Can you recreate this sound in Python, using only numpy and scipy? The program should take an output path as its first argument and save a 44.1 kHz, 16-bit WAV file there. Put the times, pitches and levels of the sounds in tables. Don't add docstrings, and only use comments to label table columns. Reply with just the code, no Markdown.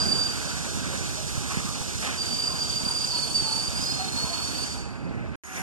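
import sys
import numpy as np
from scipy import signal
from scipy.fft import rfft, irfft, next_fast_len
from scipy.io import wavfile
from scipy.ndimage import uniform_filter1d

SR = 44100
rng = np.random.default_rng(int(sys.argv[2]) if len(sys.argv) > 2 else 0)


def transcribe(signal):
    frames = np.atleast_2d(signal).T
    limited = np.clip(frames, -1, 1)
    pcm = np.round(limited * 32767).astype(np.int16)
    wavfile.write(sys.argv[1], SR, pcm)


def level_to_linear(level):
    exponent = np.asarray(level, float) / 20
    return 10 ** exponent


N = 247822
TIME = np.arange(N) / SR
CUT_S, RESUME_S = 5.3565, 5.4355
AIR_DB = -40.5


def rms_one(x):
    return x / np.sqrt(np.mean(x ** 2) + 1e-20)


def at_hz(points, hz):
    points_hz, points_db = np.transpose(points)
    return np.interp(np.log(np.maximum(hz, 1)), np.log(points_hz), points_db)


def drift(rate_hz, size=N):
    r = np.exp(-40 * np.pi * rate_hz / SR)
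    noise = rng.standard_normal(N // 20 + 2002)
    slow = signal.lfilter([1], [1, -2 * r, r * r], noise)[2000:]
    return np.interp(np.arange(size) / 20, np.arange(len(slow)), rms_one(slow))


def swell(start_s, length_s, attack_s):
    rise = np.clip((TIME - start_s) / attack_s, 0, 1)
    return rise * np.exp(-np.clip(TIME - start_s - length_s, 0, None) * 4 / length_s)


def narrow_noise(hz, width_hz):
    edges_hz = [max(hz - width_hz / 2, 50), hz + width_hz / 2]
    band = signal.butter(2, edges_hz, "band", fs=SR, output="sos")
    return rms_one(signal.sosfilt(band, rng.standard_normal((3, N))))


def diffuse_noise(spectrum, patchy_db):
    size = next_fast_len(N)
    hz = np.fft.rfftfreq(size, 1 / SR)
    low_hz, high_hz = spectrum[0][0], spectrum[-1][0]
    coloured = rfft(rng.standard_normal((3, size))) * level_to_linear(at_hz(spectrum, hz))
    coloured *= (hz > 0.8 * low_hz) & (hz < 1.1 * high_hz)
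    octave = np.log2(np.maximum(hz, 1) / low_hz)
    together = drift(12.0)
    out = np.zeros((3, N))
    for centre in np.arange(0, np.log2(high_hz / low_hz) + 1):
        band = np.cos(np.pi / 2 * np.clip(octave - centre, -1, 1)) ** 2
        flicker_db = patchy_db * (0.26 * together + drift(15.7))
        out += irfft(coloured * band, size)[:, :N] * level_to_linear(flicker_db)
    return rms_one(out)


def wheels_db():
    # start_s, level_db
    wheels = [
        (0, -38.5),
        (.4, -42),
        (1.9, -43.5),
        (3.3, -44),
        (3.9, -42),
        (4.6, -42.5),
        (5.0, -47),
        (5.36, -46.5),
    ]
    return np.interp(TIME, *np.transpose(wheels))


def rumble():
    # pitch_hz, level_db
    spectrum = [(16, -47), (28, -25), (59, 2.5), (102, -3), (141, 0.5), (248, -4.5), (304, -7), (564, -19),
                (700, -21), (910, -47), (1540, -120)]
    # start_s, length_s, extra_db
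    shudders = [
        (0, 0.19, 4),
        (.7, 0.43, 2.5),
        (5.042, 0.26, 4),
    ]
    rolling_db = wheels_db()
    level_db = -33 + 0.25 * (rolling_db - rolling_db.mean())
    for start_s, length_s, extra_db in shudders:
        level_db += extra_db * swell(start_s - 0.05, length_s, 0.092)
    return level_to_linear(level_db) * diffuse_noise(spectrum, patchy_db=1.0)


def rolling():
    # pitch_hz, level_db
    spectrum = [(250, -10), (500, 1), (1000, 0.5), (1500, 0.5), (2000, -5), (2550, -4), (3200, -16),
                (5000, -18), (9000, -30)]
    return level_to_linear(wheels_db() + 3.0) * diffuse_noise(spectrum, patchy_db=1.7)


def air_db():
    valve_s, closing_s, left_over_db = 4.857, 0.068, -68.5
    return AIR_DB + (left_over_db - AIR_DB) / (1 + np.exp((valve_s - TIME) / closing_s))


def brake_air():
    # pitch_hz, level_db
    spectrum = [(1500, -24), (2500, -4.5), (3300, -3.5), (4000, 0), (5500, 1.5), (8000, 0), (9500, -6.5),
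                (10500, -12), (14500, -18)]
    return level_to_linear(air_db() + 7.0) * diffuse_noise(spectrum, patchy_db=0.96)


def shoes(rows, flutter_hz, steady, octave_db):
    lead_s, grab_s, let_go_db_per_s = 0.05, 0.028, 252
    throb_hz, throb_wander, throb_db = 24.13, 0.29, 3
    out = np.zeros(N + SR)
    after_s = TIME[:SR] - lead_s
    for start_s, length_s, from_hz, to_hz, level_db in rows:
        flutter = 2 * steady + drift(flutter_hz, SR) + 1j * drift(flutter_hz, SR)
        flutter /= np.sqrt(4 * steady ** 2 + 2)
        glide_hz = np.interp(after_s, [0, length_s], [from_hz, to_hz])
        tone = flutter * np.exp(2j * np.pi * np.cumsum(glide_hz) / SR)
        octave = tone ** 2 / (abs(tone) + 0.082)
        fall_db = let_go_db_per_s * np.clip(after_s - length_s, 0, 1)
        grab = np.clip(after_s / grab_s + 0.5, 0, 1) * level_to_linear(level_db + 1.5 - fall_db)
        bounce_hz = throb_hz * np.exp(throb_wander * drift(8.4, SR))
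        grab *= level_to_linear(throb_db * np.sin(2 * np.pi * np.cumsum(bounce_hz) / SR))
        first = int(max(start_s, 0) * SR)
        out[first:first + SR] += grab * (tone.real + level_to_linear(octave_db) * octave.real)
    return out[SR // 20:][:N]


def squeals():
    # start_s, length_s, from_hz, to_hz, level_db
    soft_rows = [(0, 0.018, 4845, 4810, -23), (0, 0.069, 4680, 4655, -30.5), (.05, 0.19, 4790, 4770, -45),
                 (.28, 0.17, 4670, 4714, -42), (2.26, 0.197, 4640, 4677, -29.5),
                 (2.33, 0.221, 4695, 4765, -31.5), (2.56, 0.18, 4740, 4670, -30.5),
                 (2.76, 0.29, 4720, 4770, -29), (3.04, 0.096, 4690, 4684, -31.5),
                 (3.76, 0.148, 4800, 4760, -34), (3.82, 0.115, 4960, 5020, -31),
                 (3.86, 0.35, 4315, 4322, -32.5), (4.66, 0.43, 4560, 4520, -40)]
    # start_s, length_s, from_hz, to_hz, level_db
    hard_rows = [
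        (3.17, 0.313, 4520, 4494, -28),
        (2.72, 0.19, 4596, 4670, -31.5),
        (2.9, 0.11, 4660, 4680, -28.5),
        (3.5, 0.13, 4520, 4550, -29.5),
        (3.56, 0.24, 4630, 4800, -34),
        (3.77, 0.0597, 4885, 4990, -34),
        (4.4, 0.27, 4454, 4590, -33),
    ]
    # start_s, length_s, from_hz, to_hz, level_db
    firm_rows = [
        (.085, 0.057, 4648, 4655, -22),
        (.18, 0.088, 4650, 4700, -24.5),
        (.475, .045, 4680, 4670, -39),
        (2.18, 0.11, 4683, 4645, -29.5),
        (3.1, 0.095, 4540, 4520, -28.5),
        (3.35, 0.079, 4640, 4645, -22),
        (3.46, 0.085, 4660, 4645, -31.5),
        (4.16, 0.24, 4397, 4460, -31.5),
        (4.61, 0.47, 4724, 4712, -37),
    ]
    # start_s, length_s, from_hz, to_hz, level_db
    third = (4.48, .11, 13500, 13720, -49)
    out = shoes(soft_rows, flutter_hz=41, steady=0.5, octave_db=-20)
    out += shoes(hard_rows, flutter_hz=31, steady=0.78, octave_db=-13)
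    out += shoes(firm_rows, flutter_hz=24, steady=1.45, octave_db=-22)
    out *= level_to_linear(0.86 * (air_db() - AIR_DB))
    start_s, length_s, from_hz, to_hz, level_db = third
    glide_hz = np.interp(TIME, [start_s, start_s + 1.3 * length_s], [from_hz, to_hz]) + 25.0 * drift(40.0)
    flare = np.sin(2 * np.pi * np.cumsum(glide_hz) / SR)
    return out + level_to_linear(level_db) * swell(start_s, length_s, 0.06) * flare


def under_roof(x):
    t60_s, roof_db = 0.76, -8.5
    after_s = np.arange(int(SR * 1.2)) / SR
    echoes = rng.standard_normal((3, len(after_s))) * level_to_linear(-60 * after_s / t60_s) * (after_s > 0.006)
    echoes /= np.linalg.norm(echoes, axis=1, keepdims=True)
    return x * [[1], [0.3], [0.3]] + level_to_linear(roof_db) * signal.fftconvolve(x[None], echoes, axes=1)[:, :N]


def trucks():
    # start_s, length_s, pitch_hz, level_db
    groans = [
        (0.882, 0.062, 551, -39),
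        (1.16, 0.09, 616, -42),
        (3.115, 0.16, 968, -45.5),
        (3.438, 0.16, 885, -43.5),
        (3.966, 0.12, 753, -37.5),
        (4.215, 0.1, 673, -40.5),
        (4.24, 0.13, 1005, -45.5),
    ]
    # start_s, length_s, centre_hz, width_hz, level_db
    clatter = [(0.0, 0.18, 280, 170, -40.5), (0.0, 0.95, 1530, 220, -46.5),
               (1.493, 0.059, 1170, 330, -38.5), (1.6, 0.088, 1190, 200, -41.5),
               (1.5, 0.097, 2160, 1400, -40), (2.022, 0.11, 1700, 2980, -33.5),
               (2.08, 0.014, 1500, 2400, -35), (1.5, 0.033, 790, 120, -44), (2.5, 0.056, 1065, 66, -47.5),
               (3, 0.24, 4800, 400, -37), (2.04, 0.043, 6100, 5030, -40.5), (2, 0.054, 6800, 5000, -38)]
    # pitch_hz, level_db
    hums = [(815, -55), (2076, -62), (2541, -62)]
    out = np.zeros((3, N))
    for start_s, length_s, centre_hz, width_hz, level_db in clatter:
        out += level_to_linear(level_db) * swell(start_s, length_s, 0.0028) * narrow_noise(centre_hz, width_hz)
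    out *= level_to_linear(2.1 * drift(90.0))
    for start_s, length_s, pitch_hz, level_db in groans:
        out += level_to_linear(level_db) * swell(start_s, length_s, 0.025) * narrow_noise(pitch_hz, 37.0)
    for pitch_hz, level_db in hums:
        out += level_to_linear(level_db) * narrow_noise(pitch_hz, 14.7)
    return out


def thumps():
    # start_s, peak_db, pitch_hz
    blows = [(0.016, -26, 128), (0.07, -17, 170), (0.395, -27, 120), (1.011, -22.5, 185), (1.057, -25, 160),
             (1.38, -19, 103), (1.41, -25.5, 120), (1.573, -13.5, 174), (1.586, -29, 135),
             (1.652, -19.5, 195), (1.691, -24, 150), (1.812, -21, 80), (1.955, -21, 129),
             (2.837, -20.5, 196), (2.868, -18, 178), (3.425, -19.5, 148), (3.444, -29, 173),
             (3.796, -22, 178), (3.828, -21, 143), (3.925, -22, 214), (4.165, -22, 125), (4.243, -20, 168),
             (4.606, -27, 214), (5.044, -26, 157), (5.055, -19, 200), (5.097, -22, 145), (5.111, -21, 176)]
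    out = np.zeros(N)
    for start_s, peak_db, pitch_hz in blows:
        cycles = np.clip((TIME - start_s) * pitch_hz + 0.24, 0, None)
        swing = np.sin(2 * np.pi * cycles) * np.exp(-cycles / 0.77)
        out += rng.choice([-1, 1]) * level_to_linear(peak_db + 3.0) * swing
    return out * [[1], [0.3], [0.3]]


def self_noise():
    # pitch_hz, level_db
    spectrum = [(300, 11), (2000, -7), (4000, 5), (8000, -19), (14000, -20)]
    return level_to_linear(-63) * diffuse_noise(spectrum, patchy_db=6.0)[:2]


def platform():
    # pitch_hz, level_db
    spectrum = [(60, 5.5), (200, 8), (500, -8.5), (1500, -0.5), (2200, -4), (3200, -13.5), (4300, -15.5),
                (5300, -11), (6000, -5), (7500, -13.5), (10000, -12), (14500, -22.5)]
    # pitch_hz, level_db
    hums = [(377, -13), (754, -11), (2075, -14)]
    fade_in_db_per_s = 69
    level_db = -52 + fade_in_db_per_s * np.clip(TIME - RESUME_S, 0, 1)
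    out = level_to_linear(level_db + 9.0) * diffuse_noise(spectrum, patchy_db=-2.0)
    for pitch_hz, hum_db in hums:
        out += level_to_linear(level_db + 5.0 + hum_db) * narrow_noise(pitch_hz, 9.0)
    return out + level_to_linear(-47.5) * narrow_noise(6680, width_hz=160)


def microphone(field):
    # pitch_hz, level_db
    far_port = [(100, -8.5), (600, -17.5), (1500, -8), (2600, -6), (5000, -8.5), (8000, -7.5),
                (14000, -0.5)]
    # pitch_hz, level_db
    left_tone = [(60, -5), (300, -6), (900, -2), (1700, -1.5), (2050, 3.6), (2600, -3), (4050, -1.7),
                 (4700, -4), (7200, -4), (7900, -3), (9500, -7), (14000, -14)]
    # pitch_hz, level_db
    right_only = [(100, -10), (1000, -28), (2100, -35), (4100, -3), (6100, -0.5), (7200, 1), (7800, 6),
                  (10000, 3), (14000, 11)]
    port_lag_s = 0.00049
    size = next_fast_len(N + 512)
    hz = np.fft.rfftfreq(size, 1 / SR)
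    near, far, unshared = rfft(field, size)
    far = far * level_to_linear(at_hz(far_port, hz))
    late = np.exp(-2j * np.pi * hz * port_lag_s)
    kept = level_to_linear(at_hz(right_only, hz))
    left = (far - late * near) * level_to_linear(at_hz(left_tone, hz))
    right = (near - late * far + kept * unshared) / np.sqrt(1 + kept ** 2)
    return irfft(np.array([left, right]), size)[:, :N]


def hollow_sum(x):
    # centre_hz, half_width_hz, wander_hz
    hollows = [(2060, 195, 55), (4020, 160, 70)]
    hz, frame_s, cells = signal.stft(x.mean(axis=0), SR, window="cosine", nperseg=2048, noverlap=1024)
    weak = np.zeros(cells.shape)
    for centre_hz, half_hz, wander_hz in hollows:
        jumps = np.repeat(rng.standard_normal((2, len(frame_s))), 2, axis=1)[:, :len(frame_s)]
        below_hz, above_hz = half_hz + wander_hz * jumps
        weak += (hz[:, None] > centre_hz - below_hz) & (hz[:, None] < centre_hz + above_hz)
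    busy = np.clip((air_db() + 57) / 4, 0, 1)
    lost = signal.istft(cells * weak, SR, window="cosine", nperseg=2048, noverlap=1024)[1][:N]
    return x - busy * lost


def thin_treble(x):
    treble_hz, drop_db = 9650, np.array([-10.5, -5.5])
    hz, _, cells = signal.stft(x, SR, window="cosine", nperseg=2048, noverlap=1024)
    power = uniform_filter1d(abs(cells) ** 2, size=7, axis=1)
    usual = uniform_filter1d(power[1], size=81, axis=0)
    usual = uniform_filter1d(usual, size=5, axis=1, origin=2)
    empty = (power < usual * level_to_linear(2 * drop_db)[:, None, None]) & (hz > treble_hz)[:, None]
    return signal.istft(cells * ~empty, SR, window="cosine", nperseg=2048, noverlap=1024)[1][:, :N]


def scene():
    arrival = rumble() + rolling() + brake_air() + under_roof(squeals()) + trucks() + thumps()
    before = (microphone(arrival) + self_noise()) * (TIME < CUT_S)
    return before + microphone(platform()) * (TIME > RESUME_S)


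def band_limit(x):
    return signal.sosfilt(signal.butter(12, 14390, fs=SR, output="sos"), x)


def record(dry):
    cutoff_hz = 14520
    top_cut = signal.cheby2(16, 60, cutoff_hz * 1.01, fs=SR, output="sos")
    mix = signal.sosfilt(top_cut, thin_treble(hollow_sum(dry)))
    return band_limit(mix)


dry = scene()
out = record(dry)
transcribe(out)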